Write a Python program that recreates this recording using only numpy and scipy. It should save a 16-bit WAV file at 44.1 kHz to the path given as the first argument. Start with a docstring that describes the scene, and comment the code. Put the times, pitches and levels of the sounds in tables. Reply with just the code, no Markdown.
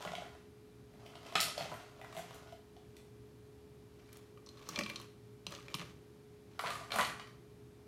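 """A hard-walled kitchen, a phone's microphone a few steps from the counter. A fridge hums throughout.
For the first 3 s, off to the side, a plastic scoop digs in a bin of ice: cubes crack, the bin booms.
From 4 s cubes slide into a round glass on a steel tray and set it ringing; near 5.5 s the scoop taps
them down. At 6.6 s it is tossed back into the bin, bounces and settles. Tray and counter thump
under the heavier blows, and the walls answer every knock."""
import sys
import numpy as np
from scipy import signal
from scipy.fft import rfft, irfft, next_fast_len
from scipy.io import wavfile
from scipy.ndimage import map_coordinates

SR = 44100
rng = np.random.default_rng(int(sys.argv[2]) if len(sys.argv) > 2 else 0)


def wav_record(signal):
    """Record a signal, one row per channel, as 16-bit PCM in the file named by sys.argv[1]."""
    frames = np.transpose(np.atleast_2d(signal))
    bounded = np.clip(frames, -1, 1)
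    # unit amplitude maps onto the largest positive 16-bit level
    quanta = np.round(bounded * 32767).astype(np.int16)
    wavfile.write(sys.argv[1], SR, quanta)


N = 347067
SPLIT_HZ = 1600  # a body's walls and air boom below this, its rim rings above


def amp(db):
    """Gain of a level in dB."""
    return 10 ** (np.asarray(db) / 20)


def unit(x):
    """x at rms 1."""
    return x / np.sqrt(np.mean(x ** 2) + 1e-20)


def along(points, hz):
    """A curve through (f/Hz, value) points on a log frequency axis, read at hz."""
    f, value = np.transpose(points)
    return np.interp(np.log(hz + 1), np.log(f + 1), value)


def wobble(rate):
    """A smooth random curve, rate knots a second."""
    return map_coordinates(rng.standard_normal(int(N * rate / SR) + 4), [np.arange(N) * rate / SR])


def filtered(x, response):
    """x through a filter given as a complex response of frequency."""
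    size = next_fast_len(x.shape[-1] + SR // 4)
    return irfft(rfft(x, size) * response(np.fft.rfftfreq(size, 1 / SR)), size)[..., :x.shape[-1]]


def resonance(f, hz, width_hz):
    """One causal resonance, gain 1 at its centre."""
    return 1j * f * width_hz / (hz * hz - f * f + 1j * f * width_hz)


def body(modes):
    """The response of a struck body: its resonances in alternating sign."""
    return lambda f: sum((-1) ** k * amp(db) * resonance(f, hz, width)
                         for k, (hz, width, db) in enumerate(modes))


def booming(modes):
    """The low modes of a body, those of its walls and air."""
    return [mode for mode in modes if mode[0] < SPLIT_HZ]


def room_hush():
    """Room tone: steady noise, strongest in the bass."""
    # spectrum of the hush: f/Hz, relative level/dB
    spectrum = [(15, -32.5), (25, -40), (53, -4.5), (120, -4.5), (217, -5.5), (270, -8), (363, -10),
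                (416, -8), (489, -17), (1840, -27), (2350, -29), (4140, -30.5), (7710, -36.5),
                (12200, -35.5), (16000, -40)]
    return amp(-61.0) * unit(filtered(rng.standard_normal(N), lambda f: amp(along(spectrum, f))))


def fridge():
    """The fridge in the background: fan rumble under nearly steady motor tones."""
    # noise bands of the fan: f/Hz, width/Hz, rms level/dB
    fan_bands = [(73.7, 2.3, -72), (118.5, 18.3, -63.5), (346.4, 35, -74.5)]
    # tones of the motor: f/Hz, rms level/dB
    motor_tones = [(269, -71), (419.3, -62.5), (2363, -88)]
    rumble = sum(amp(db) * unit(filtered(rng.standard_normal(N), lambda f: resonance(f, hz, width) ** 2))
                 for hz, width, db in fan_bands)
    motor_time = np.cumsum(1 + 0.003135 * wobble(4.5)) / SR  # the tones drift in pitch together
    tones = sum(amp(db + 0.76 * wobble(12)) * np.sqrt(2) * np.sin(2 * np.pi * hz * motor_time)
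                for hz, db in motor_tones)
    return rumble + tones


def walls(sound, delay_s):
    """Hard walls answer, each frequency dying at its own speed."""
    # strength of the answer: f/Hz, gain/dB
    answer = [(150, 2), (650, -5), (1500, -1.5), (4000, -2), (12000, 2)]
    # reverberation time: f/Hz, t60/s
    decay = [(150, 0.81), (500, 0.29), (1500, 0.51), (4000, 0.4), (10000, 0.39), (16000, 0.13)]
    sent = filtered(sound, lambda f: amp(along(answer, f)))
    out = np.zeros(N + 3 * SR)
    step = SR // 3  # moving sources meet new paths every third of a second
    for start in range(0, N, step):
        hz, t, noise = signal.stft(rng.standard_normal(SR), SR, nperseg=256)
        tail = signal.istft(noise * amp(-60 * t / along(decay, hz)[:, None]), SR, nperseg=256)[1]
        echo = signal.fftconvolve(sent[start:start + step], tail / np.linalg.norm(tail))
        out[start + round(delay_s * SR):][:len(echo)] += echo
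    return out[:N]


def counter():
    """Tray and counter thump under the heavier blows, each time one low note that soon dies."""
    # thumps: t/s, level/dB, f/Hz
    thumps = [(0.061, -44, 179), (1.354, -42, 180), (1.608, -44.5, 150), (2.17, -46.5, 159),
              (4.7, -45, 159), (4.784, -36.5, 211), (5.476, -44, 160), (5.747, -37, 165), (6.646, -46, 158),
              (6.96, -42.5, 215), (6.989, -41, 210)]
    attack_s, width_hz = 0.00095, 22.5
    out, t = np.zeros(N + SR), np.arange(SR // 2) / SR
    envelope = (1 - np.exp(-t / attack_s)) * np.exp(-np.pi * width_hz * t)
    for at_s, db, hz in thumps:
        out[round(at_s * SR):][:len(t)] += amp(db) * envelope * np.sin(2 * np.pi * hz * t)
    return out[:N]


def surges(table, fall_db_per_s):
    """How strongly the loose cubes move: each surge builds up to its peak, then dies away steadily."""
    t = np.arange(N) / SR
    build_db = 29  # growth over one build-up time
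    return sum(amp(db - np.where(t < peak_s,
                                 build_db * (peak_s - t) / build_s, fall_db_per_s * (t - peak_s)))
               for peak_s, db, build_s in table)


def shifting(level, modes, drum_db, per_second, spread_db, grain_s, tilt_db_per_octave):
    """Many tiny collisions of unequal size, each a puff of noise: cubes crackle and drum on the body."""
    # spectrum of crackling ice: f/Hz, relative level/dB
    spectrum = [(400, -1), (1200, -1), (3000, -1), (6000, -7.5), (10000, -21), (14000, -18.5), (16000, -28)]
    ticks = (rng.random((2, N)) < per_second / SR) * amp(spread_db * rng.standard_normal((2, N)))
    puffs = signal.lfilter([1], [1, -np.exp(-1 / (grain_s * SR))], ticks) * rng.standard_normal((2, N))
    hollow = body(booming(modes))
    colour = lambda f: amp(along(spectrum, f) + tilt_db_per_octave * np.log2((f + 1) / 3000))
    drum = filtered(level * puffs[0], hollow) / np.std(filtered(puffs[0], hollow))
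    crackle = filtered(level * puffs[1], colour) / np.std(filtered(puffs[1], colour))
    return amp(drum_db) * drum + crackle


def knocks(contacts, modes, crack_width_ratio, ring_db, snap, crack_t60_s, roughness,
           sparkle_hz, sparkle_width_hz):
    """Each contact is a short pitched crack, a bright sparkle, a hollow boom and a ring of the rim."""
    at_s, crack_db, crack_hz, boom_db, boom_hz, sparkle_db = np.transpose(contacts)[:, :, None]
    t = np.arange(SR // 5) / SR
    touch = signal.unit_impulse(len(t))
    splinters = rng.standard_normal((len(contacts), 4, len(t))) * amp(-60 * t / crack_t60_s)
    cracks = filtered(snap * touch + splinters[:, 0],
                      lambda f: resonance(f, crack_hz, crack_width_ratio * crack_hz) ** 2)
    sparkles = filtered(2.8 * touch + splinters[:, 1],
                        lambda f: resonance(f, sparkle_hz, sparkle_width_hz) ** 2)
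    low_modes = booming(modes)
    hollow, rim = body(low_modes), body(modes[len(low_modes):])
    # the spot that is struck favours the modes near one pitch; a little of the blunt push passes beneath
    booms = filtered(touch + roughness * splinters[:, 2],
                     lambda f: hollow(f) * (0.28 + resonance(f, boom_hz, 0.14 * boom_hz)))
    rings = filtered(touch + roughness * splinters[:, 3],
                     lambda f: rim(f) * resonance(f, crack_hz, 0.69 * crack_hz) ** 2)
    layers = [(crack_db, cracks), (sparkle_db, sparkles), (boom_db, booms), (crack_db + ring_db, rings)]
    hits = sum(amp(db) * part / np.abs(part).max(axis=-1, keepdims=True) for db, part in layers)
    samples = np.round(at_s * SR).astype(int) + np.arange(len(t))
    return np.bincount(samples.ravel(), hits.ravel(), N + SR)[:N]


def ice_bin():
    """Off to the side the scoop digs among the cubes, which knock and drum on the bin."""
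    # resonances of the bin: f/Hz, width/Hz, gain/dB
    modes = [(684, 162, 9.5), (736, 125, 2.5), (956, 52, -5), (1326, 260, -4), (1435, 38, 0.5),
             (2000, 120, 9.5), (2470, 110, -41), (3076, 170, 3), (4390, 260, 5), (5530, 150, 6)]
    # contacts: t/s, crack level/dB, crack f/Hz, boom level/dB, boom f/Hz, sparkle level/dB
    digging = [(0.0185, -45, 3100, -55, 684, -69), (0.0508, -39, 2670, -31, 613, -69),
               (0.0737, -37, 2010, -40, 620, -62), (0.1184, -43, 3020, -36.5, 650, -69),
               (0.1345, -44, 2580, -36.5, 666, -72), (0.1526, -32.5, 2690, -46, 630, -73),
               (0.1824, -44, 2900, -40, 690, -73), (0.2204, -48, 1530, -36.5, 684, -69),
               (0.2544, -50, 2070, -65, 764, -69), (0.3509, -51, 1890, -48, 640, -76),
               (0.9373, -57.5, 1640, -60, 622, -67), (1.063, -47.5, 2850, -61, 640, -52),
               (1.1368, -56, 1620, -58, 650, -73), (1.154, -44, 3300, -46, 990, -70),
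               (1.3244, -42, 2600, -43, 645, -52), (1.3543, -19.5, 2630, -23, 1320, -48),
               (1.3614, -26, 2880, -31, 1440, -39), (1.3954, -32, 2200, -47, 700, -46),
               (1.4036, -17.5, 4600, -35.5, 645, -21.5), (1.4104, -38, 4200, -54, 653, -22),
               (1.4296, -25.5, 3400, -52, 1420, -57), (1.445, -44, 4190, -54, 1340, -70),
               (1.4828, -35, 4200, -37.5, 670, -70), (1.499, -36, 2910, -65, 666, -68),
               (1.5783, -33, 3570, -33, 557, -39.5), (1.6085, -36.5, 2280, -34.5, 756, -60),
               (1.6564, -56, 2720, -36.5, 656, -64), (1.7174, -62, 2360, -36, 630, -65),
               (1.7414, -43.5, 1610, -44, 730, -44.5), (1.9929, -66, 3200, -49, 606, -76),
               (2.0143, -43.5, 2030, -45.5, 770, -49.5), (2.0454, -45.5, 1470, -45, 1000, -53),
               (2.1268, -50, 2460, -44, 1180, -51), (2.1494, -48, 2670, -46, 640, -49),
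               (2.1665, -40, 2670, -39.5, 684, -44), (2.1744, -47, 2410, -38.5, 690, -41),
               (2.1844, -41.5, 1970, -52, 770, -44), (2.1924, -52, 2160, -41, 710, -45),
               (2.3087, -50, 2740, -45, 940, -51), (2.3444, -52, 2800, -50, 643, -44.5),
               (2.4732, -57, 2960, -51, 755, -62), (2.4937, -53, 3160, -57, 681, -71),
               (2.5237, -51, 3080, -44.5, 665, -54), (2.7661, -53, 3280, -53.5, 705, -76),
               (2.967, -50, 2900, -73, 576, -47.5)]
    # surges of stirred cubes: peak t/s, level/dB, build-up/s
    stir = [(0.0, -53, 0.3), (0.2, -62, 0.043), (1.07, -69, 0.34), (1.27, -63.5, 0.25), (1.42, -62.5, 0.45),
            (1.6, -53, 0.1), (1.8, -67, 0.23), (2.03, -75, 0.076), (2.2, -66, 0.48), (2.39, -64.5, 0.58),
            (2.97, -78, 0.33)]
    hits = knocks(digging, modes, crack_width_ratio=0.72, ring_db=-7.5, snap=1.9, crack_t60_s=0.02,
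                  roughness=0.17, sparkle_hz=8600, sparkle_width_hz=26000)
    return hits + shifting(surges(stir, fall_db_per_s=97), modes, drum_db=3.0, per_second=690,
                           spread_db=1, grain_s=0.0017, tilt_db_per_octave=0.4)


def tossed_scoop():
    """The plastic scoop lands in the bin, bounces and settles on the ice."""
    # resonances of the scoop: f/Hz, width/Hz, gain/dB
    modes = [(445, 62, -7), (675, 160, 6), (1000, 33, 5), (1147, 130, 2.5), (1263, 103, 5.5),
             (1307, 123, 4), (1950, 160, -9), (2960, 120, -7.5), (4240, 410, -2)]
    # contacts: t/s, crack level/dB, crack f/Hz, boom level/dB, boom f/Hz, sparkle level/dB
    bounces = [(6.5927, -33, 2060, -30, 1230, -40), (6.6108, -60, 1900, -62, 1150, -43.5),
               (6.6384, -49, 1670, -29.5, 1030, -60), (6.6443, -40, 1820, -39, 1120, -61),
               (6.6608, -32.5, 1590, -37, 1200, -52), (6.6664, -35, 1500, -36, 1350, -65),
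               (6.6711, -35, 2900, -37, 1400, -56), (6.6814, -44, 2270, -46, 920, -48),
               (6.7039, -36, 2100, -33.5, 1220, -39), (6.7542, -45, 1890, -42.5, 1200, -43),
               (6.8094, -67, 1940, -41, 646, -63), (6.9055, -39, 2100, -50, 1090, -70),
               (6.9194, -28, 2700, -36, 1400, -63), (6.9402, -55, 1790, -41, 706, -39),
               (6.9592, -33, 1910, -25.5, 1160, -29.5), (6.9865, -31.5, 1600, -20.5, 1160, -32),
               (6.9932, -27, 2040, -25, 1000, -51), (7.0022, -32, 1620, -42, 1030, -41),
               (7.0101, -26.5, 2900, -29, 1120, -35), (7.0282, -37, 1720, -49, 1150, -47),
               (7.049, -30.5, 3000, -44, 1090, -53), (7.0693, -41, 1490, -44, 1140, -42),
               (7.0979, -39.5, 2310, -44, 1340, -60), (7.197, -40.5, 2600, -41.5, 1110, -68),
               (7.272, -50.5, 2910, -53, 1210, -76)]
    # surges of settling cubes: peak t/s, level/dB, build-up/s
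    settle = [(6.65, -50.5, 0.043), (6.77, -55.5, 0.27), (6.94, -40.5, 0.039), (7.08, -60.5, 0.25)]
    hits = knocks(bounces, modes, crack_width_ratio=1.0, ring_db=-4.5, snap=1.3, crack_t60_s=0.026,
                  roughness=0.18, sparkle_hz=9100, sparkle_width_hz=8300)
    return hits + shifting(surges(settle, fall_db_per_s=129), modes, drum_db=1.5, per_second=290,
                           spread_db=10.5, grain_s=0.01, tilt_db_per_octave=0.5)


def glass():
    """Cubes slide off the scoop and strike the glass, damped by ice and hand; the scoop taps them down."""
    # resonances of the glass: f/Hz, width/Hz, gain/dB
    modes = [(319, 56, 14.5), (567, 69, 13.5), (1155, 174, 11), (2365, 18, -1.5), (3400, 100, -25),
             (3380, 80, -40), (4170, 44, -1.5), (5430, 110, -11), (6070, 91, -1.5), (9100, 63, -9),
             (14800, 220, -8)]
    # cubes landing: t/s, crack level/dB, crack f/Hz, boom level/dB, boom f/Hz, sparkle level/dB
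    filling = [(3.9977, -57, 2460, -65, 482, -76), (4.0911, -58, 1810, -66, 738, -60),
               (4.1293, -55, 1600, -63, 1130, -40), (4.17, -51, 3250, -55, 1490, -42.5),
               (4.3745, -55, 2470, -50, 1170, -68), (4.4623, -48, 5300, -66, 482, -74),
               (4.47, -49, 4100, -51, 1040, -70), (4.4893, -44, 4220, -65, 490, -68),
               (4.572, -51, 3500, -59, 1170, -69), (4.6112, -65, 3700, -52, 1150, -67),
               (4.6643, -53, 4600, -67, 1160, -63), (4.6891, -32.5, 5230, -37.5, 1270, -30),
               (4.739, -57, 1890, -59, 1020, -59), (4.7596, -28, 2720, -43, 1280, -58),
               (4.7774, -53, 6090, -36, 547, -54), (4.789, -27.5, 5100, -32.5, 560, -60),
               (4.79, -27.5, 2080, -31, 1100, -35), (4.8091, -34, 2290, -34.5, 587, -40),
               (4.8352, -32.5, 4170, -56, 1280, -51), (4.8619, -34, 2600, -41, 1120, -46),
               (4.8924, -41, 2840, -47, 996, -50), (4.8984, -32, 2460, -48, 581, -41),
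               (4.9588, -30, 3840, -48, 1120, -61), (4.9997, -44, 4300, -44, 1070, -46),
               (5.0144, -49, 2650, -62, 1170, -43)]
    # scoop on the cubes: t/s, crack level/dB, crack f/Hz, boom level/dB, boom f/Hz, sparkle level/dB
    tapping = [(5.467, -27, 3580, -40.5, 965, -54), (5.5074, -58, 3510, -52, 1140, -44),
               (5.523, -38, 3000, -48, 1260, -59), (5.55, -36, 3450, -60, 536, -68),
               (5.587, -51, 2460, -48, 1190, -73), (5.6056, -49, 2340, -68, 568, -69),
               (5.683, -38.5, 2350, -49, 546, -70), (5.7423, -25.5, 3330, -35, 955, -43),
               (5.7498, -33.5, 2770, -40.5, 1120, -31), (5.7952, -35, 3100, -48, 1250, -60),
               (5.8024, -39.5, 1990, -44.5, 1220, -61), (5.8138, -37, 2330, -47, 1200, -64),
               (5.8232, -42, 1990, -57, 600, -69)]
    # surges of sliding cubes: peak t/s, level/dB, build-up/s
    slide = [(4.0, -77, 0.3), (4.17, -66, 0.3), (4.6, -71, 0.19), (4.76, -53, 0.27), (4.9, -60.5, 0.2),
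             (5.03, -65, 0.28), (5.52, -54.5, 0.076), (5.71, -67, 0.057), (5.82, -56.5, 0.26)]
    hits = knocks(filling, modes, crack_width_ratio=0.66, ring_db=-6.5, snap=2.0, crack_t60_s=0.023,
                  roughness=0.18, sparkle_hz=13500, sparkle_width_hz=41000)
    taps = knocks(tapping, modes, crack_width_ratio=0.81, ring_db=-12.5, snap=2.9, crack_t60_s=0.016,
                  roughness=0.14, sparkle_hz=11000, sparkle_width_hz=20000)
    return hits + taps + shifting(surges(slide, fall_db_per_s=142), modes, drum_db=-0.5, per_second=1100,
                                  spread_db=3.5, grain_s=0.0017, tilt_db_per_octave=1.0)


def scene():
    """The kitchen at the microphone, in mono: the bin, farther off, carries more room than the glass."""
    digging, filling, toss, thumps = ice_bin(), glass(), tossed_scoop(), counter()
    direct = digging + filling + toss + thumps
    to_walls = amp(0.5) * digging + amp(-8.5) * filling + amp(-0.5) * toss + amp(-3) * thumps
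    return (direct + walls(to_walls, delay_s=0.006) + fridge() + room_hush())[None]


def record(dry):
    """The microphone rolls off deep bass and high treble; the phone keeps nothing above its band limit."""
    bass_hz, treble_hz, limit_hz = 35, 15200, 15900
    microphone = lambda f: 1j * f / (bass_hz + 1j * f) / (1 + (f / treble_hz) ** 8)
    return filtered(dry, lambda f: (f < limit_hz) * microphone(f))


dry = scene()
out = record(dry)
wav_record(out)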